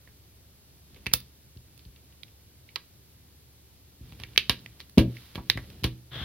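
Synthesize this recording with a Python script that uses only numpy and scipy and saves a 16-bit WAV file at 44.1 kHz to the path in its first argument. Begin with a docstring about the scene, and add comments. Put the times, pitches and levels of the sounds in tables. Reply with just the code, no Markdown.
"""A memory module clicks into a laptop until its steel latches snap; then the power plug goes in.
Plastic contacts ring the case and rebound; released springs ring far into the treble.
The laptop is gripped, creaks as it is turned over, thuds on a cloth-covered table and settles.
Fingers stick and slip on the lid. Heard close up in a small room, over faint rumble, hiss and hum."""
import sys
import numpy as np
from scipy import signal
from scipy.fft import rfft, irfft, next_fast_len
from scipy.io import wavfile

SR = 44100
rng = np.random.default_rng(int(sys.argv[2]) if len(sys.argv) > 2 else 0)


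def wav_out(sig):
    """Save sig, one row per channel (or a flat mono array), as 16-bit PCM at SR to the path in sys.argv[1]."""
    wavfile.write(sys.argv[1], SR, np.round(np.clip(np.atleast_2d(sig).T, -1, 1) * 32767).astype(np.int16))


N = 275272
TIME_S = np.arange(N) / SR
RING_S = np.arange(SR // 7) / SR

# Plastic contacts. Each row: start in seconds, level in dB, ring pitch in Hz, hollow low end in dB,
# relative after-ring in dB, rightward lean from 0 to 1, settling time in seconds.
PLASTIC_CLICKS = [(0.0746, -51, 1660, 20, 3, 1, .002), (.962, -54, 2850, 26, 19, 0.6, .008),
                  (1.066, -23, 2420, 8, -5.5, 0.62, 0.0057), (1.115, -47, 2270, 21, 12, .5, 0.0019),
                  (1.5725, -55, 3770, -2.5, -5, .1, 0.0021), (2.233, -38.5, 3600, 2, -21, 0.8, 0.00071),
                  (2.689, -50, 2350, -19, 5, .5, 0.003), (2.7586, -24.5, 3650, -3, -11.5, 0.64, .0015),
                  (2.762, -32.5, 1130, 5.5, -2, .5, 0.0026), (4.123, -46.5, 2980, 25.5, -24, 0.3, 0.013),
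                  (4.1997, -42.5, 3080, 19, 4, 0.6, .03), (4.236, -32.5, 2070, 9, -5, 0.45, 0.0023),
                  (4.361, -33, 2180, 8.5, -16.5, 0.2, 0.0028), (4.3768, -9, 3060, -4.5, -5.5, 0.6, .0014),
                  (4.4959, -14.5, 3250, 13, 1, 0.4, 0.0022), (4.661, -37, 2220, 8, -28, .3, 0.0021),
                  (4.803, -38, 3540, 8.5, 0.5, .3, .012), (4.9814, -20, 3150, 23, 13, .5, .012),
                  (5.1682, -42.5, 2100, -12, -1, 0.34, .002), (5.3557, -32, 3030, 23.5, 3, 0.53, 0.0044),
                  (5.378, -41, 970, 32, 25.5, 0.03, .003), (5.4992, -13.5, 3580, 4.5, -6.5, 0.6, 0.00084),
                  (5.574, -33, 1930, 24.5, 2, .1, 0.0026), (5.7019, -49, 3500, 8, -15, 0, .002),
                  (5.8416, -22, 3300, 20.5, 7, .1, .006)]
# Sprung steel. Each row: start in seconds, level in dB.
STEEL_SNAPS = [(1.132, -31), (1.1369, -12), (1.1359, -13), (1.203, -43), (1.777, -51), (4.8962, -48.5)]
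# Blows on chassis and table. Each row: start in seconds, relative force in dB, contact softness in ms,
# ring time factor.
BLOWS = [(0.964, -20.5, 3.3, 1.7), (1.066, -14, 2.04, 1.4), (1.136, -14, 1.18, 0.89),
         (1.564, -19, 2.06, 0.9), (1.86, 1, 8.7, 0.66), (4.01, -18, 2.3, 1.9), (4.208, -19.5, 2.6, 2.9),
         (4.9742, -0.5, 0.62, 1.1), (4.9791, 5, 0.23, 1.09), (5.003, -5, 1.7, 0.46),
         (5.377, -22, 0.52, 1.9), (5.555, -11, 1.43, 1.1), (5.826, -12.5, 1.84, 0.71),
         (5.844, -8, 0.8, 1.65), (6.155, -22.5, 2, 1.9), (6.213, -7.5, 2.55, 1.3)]
# Hands shifting on the case. Each row: start in seconds, hold in seconds, rubbing in dB, sway in dB.
HAND_STROKES = [(0.938, 0.055, -72, -59.5), (1.694, 0.63, -96, -71), (4.085, 0.51, -66, -54),
                (5.16, 0.033, -58, -61), (5.55, 0.12, -61.5, -48.5)]
# Envelope of fingertips on the lid. Each row: time in seconds, level in dB.
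LID_DRAG = [(6.09, -88), (6.12, -45.5), (6.16, -37.5), (6.18, -38.5), (6.24, -37)]

# Case and latch resonances. Each row: frequency in Hz, relative level in dB, t60 in seconds.
CASE_RESONANCES = [(513, 4, 0.087), (960, -2, .18), (1130, 0.5, 0.17), (1633, 3.5, 0.12),
                   (1960, -14, 0.033), (2210, -11.5, 0.018), (2300, 10, 0.063), (2860, -64.5, 0.031),
                   (2940, -10.5, 0.081), (3340, -8.5, 0.057), (3950, 6, 0.045), (4400, -22, 0.051),
                   (5200, -4.5, .05)]
LATCH_RESONANCES = [(2640, 24, 0.1), (3500, -8.5, .09), (5200, -22, .045), (5200, -27, 0.1),
                    (6170, -8, .04), (9400, 11.5, 0.021), (11450, -7, 0.059), (11100, -6, .05),
                    (14100, 5, .05), (15200, -1, .04)]
# Table resonances. Each row: frequency in Hz, relative level in dB, t60 in seconds before damping.
TABLE_RESONANCES = [(50.6, -14, 0.067), (98.3, -38.5, 0.39), (123, -15, 0.62), (149, -14, .14),
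                    (185.3, -9.5, 0.18), (229.2, -11, .2), (263, -2, 0.026), (254, -16, 0.15),
                    (322, -13.5, 0.42), (361, -14, 0.2), (413, -29, 0.053), (483, -45, 0.11),
                    (553, -29.5, 0.47), (633, -41, 0.35)]

# Spectra of case, latch, skin rub, lid rub and room noise. Each row: frequency in Hz, gain in dB.
CASE_SPECTRUM = [(120, -31), (400, -7), (750, -13), (1400, -6.5), (2000, 2.5), (3300, 0.5), (4500, 1),
                 (6000, -9.5), (7800, -23), (10000, -12.5), (12000, -13), (15500, -19)]
LATCH_SPECTRUM = [(150, -66.5), (500, -5), (750, -12.5), (1500, -10.5), (2800, -4), (4700, -2.5),
                  (6300, -8), (7800, -22.5), (9700, -4.5), (12000, -9), (15500, -2.5)]
SKIN_SPECTRUM = [(40, -32.5), (130, 3), (300, -17.5), (700, -7.5), (1300, -4), (2100, -3.5), (3600, -0.5),
                 (5000, -6.5), (7500, -22), (11500, -10.5), (15500, -14.5)]
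LID_SPECTRUM = [(40, -19), (120, 20.5), (230, -4), (350, 2), (900, -5), (1550, 1), (2400, -5), (2900, -2),
                (3400, 9), (4000, -5), (5000, -15.5), (7500, -32.5), (12000, -25.5), (15500, -26)]
AIR_SPECTRUM = [(25, -14.5), (45, -10), (70, -0.5), (110, 2), (200, -9), (370, -12), (630, -20.5),
                (1300, -26.5), (2400, -25), (4400, -24), (7600, -32.5), (9500, -31.5), (11500, -24.5),
                (15500, -27.5)]
# Spectra of chassis sway and loose parts. Each row: frequency in Hz, gain in dB.
SWAY_SPECTRUM = [(30, -32.5), (60, -2.5), (135, -7), (300, -16), (700, -31), (2000, -65)]
RATTLE_SPECTRUM = [(30, -44), (55, -11.5), (130, -11), (350, -4), (600, -8.5), (1500, -42)]
# Stereo width of handling and room noise. Each row: frequency in Hz, side gain in dB.
HANDLING_SIDE = [(60, -19.5), (250, -21.5), (500, -11.5), (1200, -7.5), (2300, -8.5), (4000, -1),
                 (7000, 4.5), (15000, 4.5)]
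AIR_SIDE = [(60, -12), (200, -9.5), (700, -4.5), (2400, -3), (4400, 2.5), (8000, 7), (15000, 5)]


def undb(db):
    """Decibels to gain."""
    return 10 ** (np.asarray(db) / 20)


def unit(x):
    """Scale to rms 1."""
    return x / np.sqrt(np.mean(x ** 2))


def fade(t_s, t60_s):
    """Exponential decay, 60 dB down at t60_s."""
    return np.exp(-np.log(1000) * t_s / t60_s)


def add(track, start_s, sound):
    """Mix a sound into a track."""
    i = int(start_s * SR)
    track[..., i:i + sound.shape[-1]] += sound[..., :N - i]


def curve(points):
    """(Hz, dB) points as a function of frequency."""
    hz, db = np.transpose(points)
    return lambda f_hz: np.interp(np.log(f_hz + 1), np.log(hz), db)


def colour(x, db_at, causal=True):
    """Filter by a dB curve; minimum phase when causal, else zero phase."""
    size = 2 * next_fast_len(x.shape[-1] // 2 + 2048)
    gain = undb(db_at(np.arange(size // 2 + 1) * SR / size))
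    if causal:
        cepstrum = irfft(np.log(gain))
        cepstrum[1:size // 2] *= 2
        cepstrum[size // 2 + 1:] = 0
        gain = np.exp(rfft(cepstrum))
    return irfft(rfft(x, size) * gain, size)[..., :x.shape[-1]]


def noise(spectrum):
    """Two independent coloured noises."""
    return colour(rng.standard_normal((2, N)), curve(spectrum))


def place(pair, right):
    """Two unrelated signals to mid and side; leaning ties the side to the mid."""
    right = np.clip(right, -.98, .98)
    return np.array([pair[0], np.sqrt(1 - right ** 2) * pair[1] - right * pair[0]])


def background(air_db=-58.6, hum_db=-62, hum_hz=70.3, waver_hz=.6):
    """Steady room rumble and hiss with a wavering hum."""
    air = noise(AIR_SPECTRUM)
    mid, side = air * undb(air_db) / air[0].std()
    waver = np.interp(TIME_S, np.linspace(0, TIME_S[-1], 24), rng.standard_normal(24))
    hum = np.sqrt(2) * np.sin(2 * np.pi * np.cumsum(hum_hz + waver_hz * waver) / SR)
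    return np.array([mid + undb(hum_db) * hum, colour(side, curve(AIR_SIDE), causal=False)])


def room(dry, wet_db=-19.5, low_db=5.5, low_t60_s=.29, middle_t60_s=.25, top_t60_s=.19):
    """Small-room reflections: lows linger, cloth absorbs the treble."""
    t_s = np.arange(SR // 3) / SR
    onset = np.clip((t_s - .004) / .0089, 0, 1)
    diffuse = rng.standard_normal((2, len(t_s))) * onset
    low, middle, top = (signal.sosfilt(signal.butter(2, hz, kind, fs=SR, output="sos"), diffuse)
                        for hz, kind in [(500, "low"), ((500, 6000), "band"), (6000, "high")])
    tail = undb(low_db) * low * fade(t_s, low_t60_s)
    tail += middle * fade(t_s, middle_t60_s) + top * fade(t_s, top_t60_s)
    tail *= undb(wet_db) / np.sqrt(np.sum(tail[0] ** 2))
    return signal.fftconvolve(dry[:1], tail, axes=1)[:, :N]


def grip(attack_s=.11, release_s=.35, resting_db=-75):
    """Rub and sway gains: each hand stroke swells, holds and dies away."""
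    gains = np.full((2, N), undb(resting_db))
    for start_s, hold_s, *levels_db in HAND_STROKES:
        corners_s = [start_s - attack_s, start_s, start_s + hold_s, start_s + hold_s + release_s]
        gains += undb(levels_db)[:, None] * np.interp(TIME_S, corners_s, [0, 1, 1, 0])
    return gains


def sway(gain):
    """Moving hands make the chassis rumble."""
    return gain * unit(noise(SWAY_SPECTRUM))


def friction(gain, spectrum, right, slips_per_s=6000):
    """Skin sticks and slips: dense, uneven micro-clicks into the panel."""
    slips = rng.random((2, N)) < slips_per_s / SR
    sizes = rng.standard_normal((2, N))
    return gain * place(unit(colour(slips * sizes, curve(spectrum))), right)


def strike(modes, db_at, crack_t60_s, shell_t60_s, shell_db, modes_db):
    """Sharp crack, dense shell ring and sparse modes; rms 1 over the first 2 ms."""
    hz, db, t60_s = np.transpose(modes)[:, :, None]
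    envelope = fade(RING_S, crack_t60_s) + undb(shell_db) * fade(RING_S, shell_t60_s)
    dense = rng.standard_normal((2, len(RING_S))) * envelope
    detuned_hz = hz * (1 + .0017 * rng.standard_normal(hz.shape))
    feed = np.exp(2j * np.pi * rng.random((2, len(modes))))  # contact point sets the phases
    rings = undb(db) * fade(RING_S, t60_s) * np.exp(2j * np.pi * detuned_hz * RING_S)
    pair = colour(dense + undb(modes_db) * (feed @ rings).imag, db_at)
    return pair / np.sqrt(np.mean(pair[:, :SR // 500] ** 2, axis=1, keepdims=True))


def contact(hz, low_db, ring_db, focus_db=10, focus_octaves=.49, low_hz=1400, top_hz=6500):
    """A contact rings the case, boosted near the pitch of the touched part."""
    # Small parts and broad, hollow contacts are brighter.
    top_db = -3.5 + 10 * np.log2(hz / 3100) + .53 * low_db

    def tone_db(f_hz):
        peak_db = focus_db * np.exp(-(np.log2((f_hz + 1) / hz) / focus_octaves) ** 2)
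        low_shelf_db = low_db / (1 + (f_hz / low_hz) ** 4)
        top_shelf_db = top_db * (1 - 1 / (1 + (f_hz / top_hz) ** 4))
        return curve(CASE_SPECTRUM)(f_hz) + peak_db + low_shelf_db + top_shelf_db

    return strike(CASE_RESONANCES, tone_db, crack_t60_s=.009, shell_t60_s=.12,
                  shell_db=ring_db - 17, modes_db=ring_db - 36)


def creaks(ticks_per_s=9, level_db=-56, spread_db=3, centre_hz=3400, spread_octaves=.26):
    """Seams tick at random moments of the hand strokes."""
    out = np.zeros((2, N))
    chance = rng.random((len(HAND_STROKES), 40, 3))
    for (start_s, hold_s, *_), draws in zip(HAND_STROKES, chance):
        for slot, (jitter, size, pitch) in enumerate(draws):
            delay_s = (slot + jitter) / ticks_per_s
            if delay_s < hold_s:
                tick = contact(centre_hz * 2 ** (spread_octaves * (2 * pitch - 1)), low_db=6, ring_db=3)
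                gain = undb(level_db + spread_db * (2 * size - 1))
                add(out, start_s + delay_s, gain * place(tick, right=.27))
    return out


def recoils(offset_db=-10, soft_ms=1.06):
    """Plastic contacts push the chassis, hollow ones harder; rows as in BLOWS."""
    return [(start_s, db + low_db + offset_db, soft_ms, 1)
            for start_s, db, _, low_db, *_ in PLASTIC_CLICKS]


def thuds(gain_db=-5, rattle_db=-22, rattle_base_t60_s=.25, detune=.0062, damping=1.76):
    """Pushes ring chassis and table, softer ones duller; hands damp and detune the modes."""
    t_s = np.arange(SR // 4) / SR
    hz, db, t60_s = np.transpose(TABLE_RESONANCES)[:, :, None]
    loose_parts = unit(noise(RATTLE_SPECTRUM))
    out = np.zeros((2, N))
    for start_s, force_db, soft_ms, ring_scale in list(BLOWS) + recoils():
        push = t_s * np.exp(-1000 * t_s / soft_ms)
        detuned_hz = hz * (1 + detune * rng.standard_normal(hz.shape))
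        rings = undb(db) * np.sin(2 * np.pi * detuned_hz * t_s) * fade(t_s, ring_scale * t60_s / damping)
        feed = undb(2 * rng.standard_normal((2, len(hz))))
        feed[1] *= rng.choice([-1, 1], len(hz))  # each mode radiates more to one side
        i = rng.integers(N - len(t_s))
        rattle = loose_parts[:, i:i + len(t_s)] * fade(t_s, ring_scale * rattle_base_t60_s)
        body = feed @ rings + undb(rattle_db) * rattle
        thud = signal.fftconvolve(body, [push / push.sum()], axes=1)[:, :len(t_s)]
        add(out, start_s, -undb(force_db + gain_db) * thud)
    # A small table barely radiates below its lowest mode.
    return signal.sosfilt(signal.butter(8, 51, "high", fs=SR, output="sos"), out)


def latches():
    """Steel springs let go and ring far into the treble."""
    out = np.zeros((2, N))
    for start_s, db in STEEL_SNAPS:
        snap = strike(LATCH_RESONANCES, curve(LATCH_SPECTRUM), crack_t60_s=.012, shell_t60_s=.11,
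                      shell_db=-20, modes_db=-50)
        add(out, start_s, undb(db) * place(snap, right=.65))
    return out


def plastic_clicks(give_s=.0058, give_db=-13, loose_s=.0045, rebound_db=-8, gap_ratio=.6):
    """Parts click home and rebound twice, sooner and weaker; loose ones give a little first."""
    out = np.zeros((2, N))
    order = np.arange(2)
    gaps = gap_ratio ** order
    for start_s, db, hz, low_db, ring_db, right, settle_s in PLASTIC_CLICKS:
        looseness = np.clip(settle_s / loose_s, 0, 1) ** 3
        rebounds = zip(settle_s * np.cumsum(gaps) / gaps.sum(), undb(rebound_db * (order + 1)))
        for delay_s, gain in [(-give_s, looseness * undb(give_db)), (0, 1), *rebounds]:
            if gain > .03:
                click = place(contact(hz, low_db, ring_db), right)
                add(out, start_s + delay_s, undb(db) * gain * click)
    return out


def scene():
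    """Mix handling and room as mid and side; return left and right."""
    rub_gain, sway_gain = grip()
    drag_gain = undb(np.interp(TIME_S, *np.transpose(LID_DRAG), left=-np.inf))
    handling = plastic_clicks() + latches() + thuds() + sway(sway_gain)
    handling += friction(rub_gain, SKIN_SPECTRUM, right=.3)
    handling += friction(drag_gain, LID_SPECTRUM, right=-.27)
    floor = background()
    handling += creaks()
    mid, side = handling + room(handling)
    side = colour(side, curve(HANDLING_SIDE), causal=False)
    mid, side = np.array([mid, side]) + floor
    return np.array([mid + side, mid - side])


def record(dry):
    """Clip at full scale, then low-pass at 15.8 kHz."""
    return signal.sosfilt(signal.ellip(8, .2, 70, 15800, fs=SR, output="sos"), np.clip(dry, -1, 1))


dry = scene()
out = record(dry)
wav_out(out)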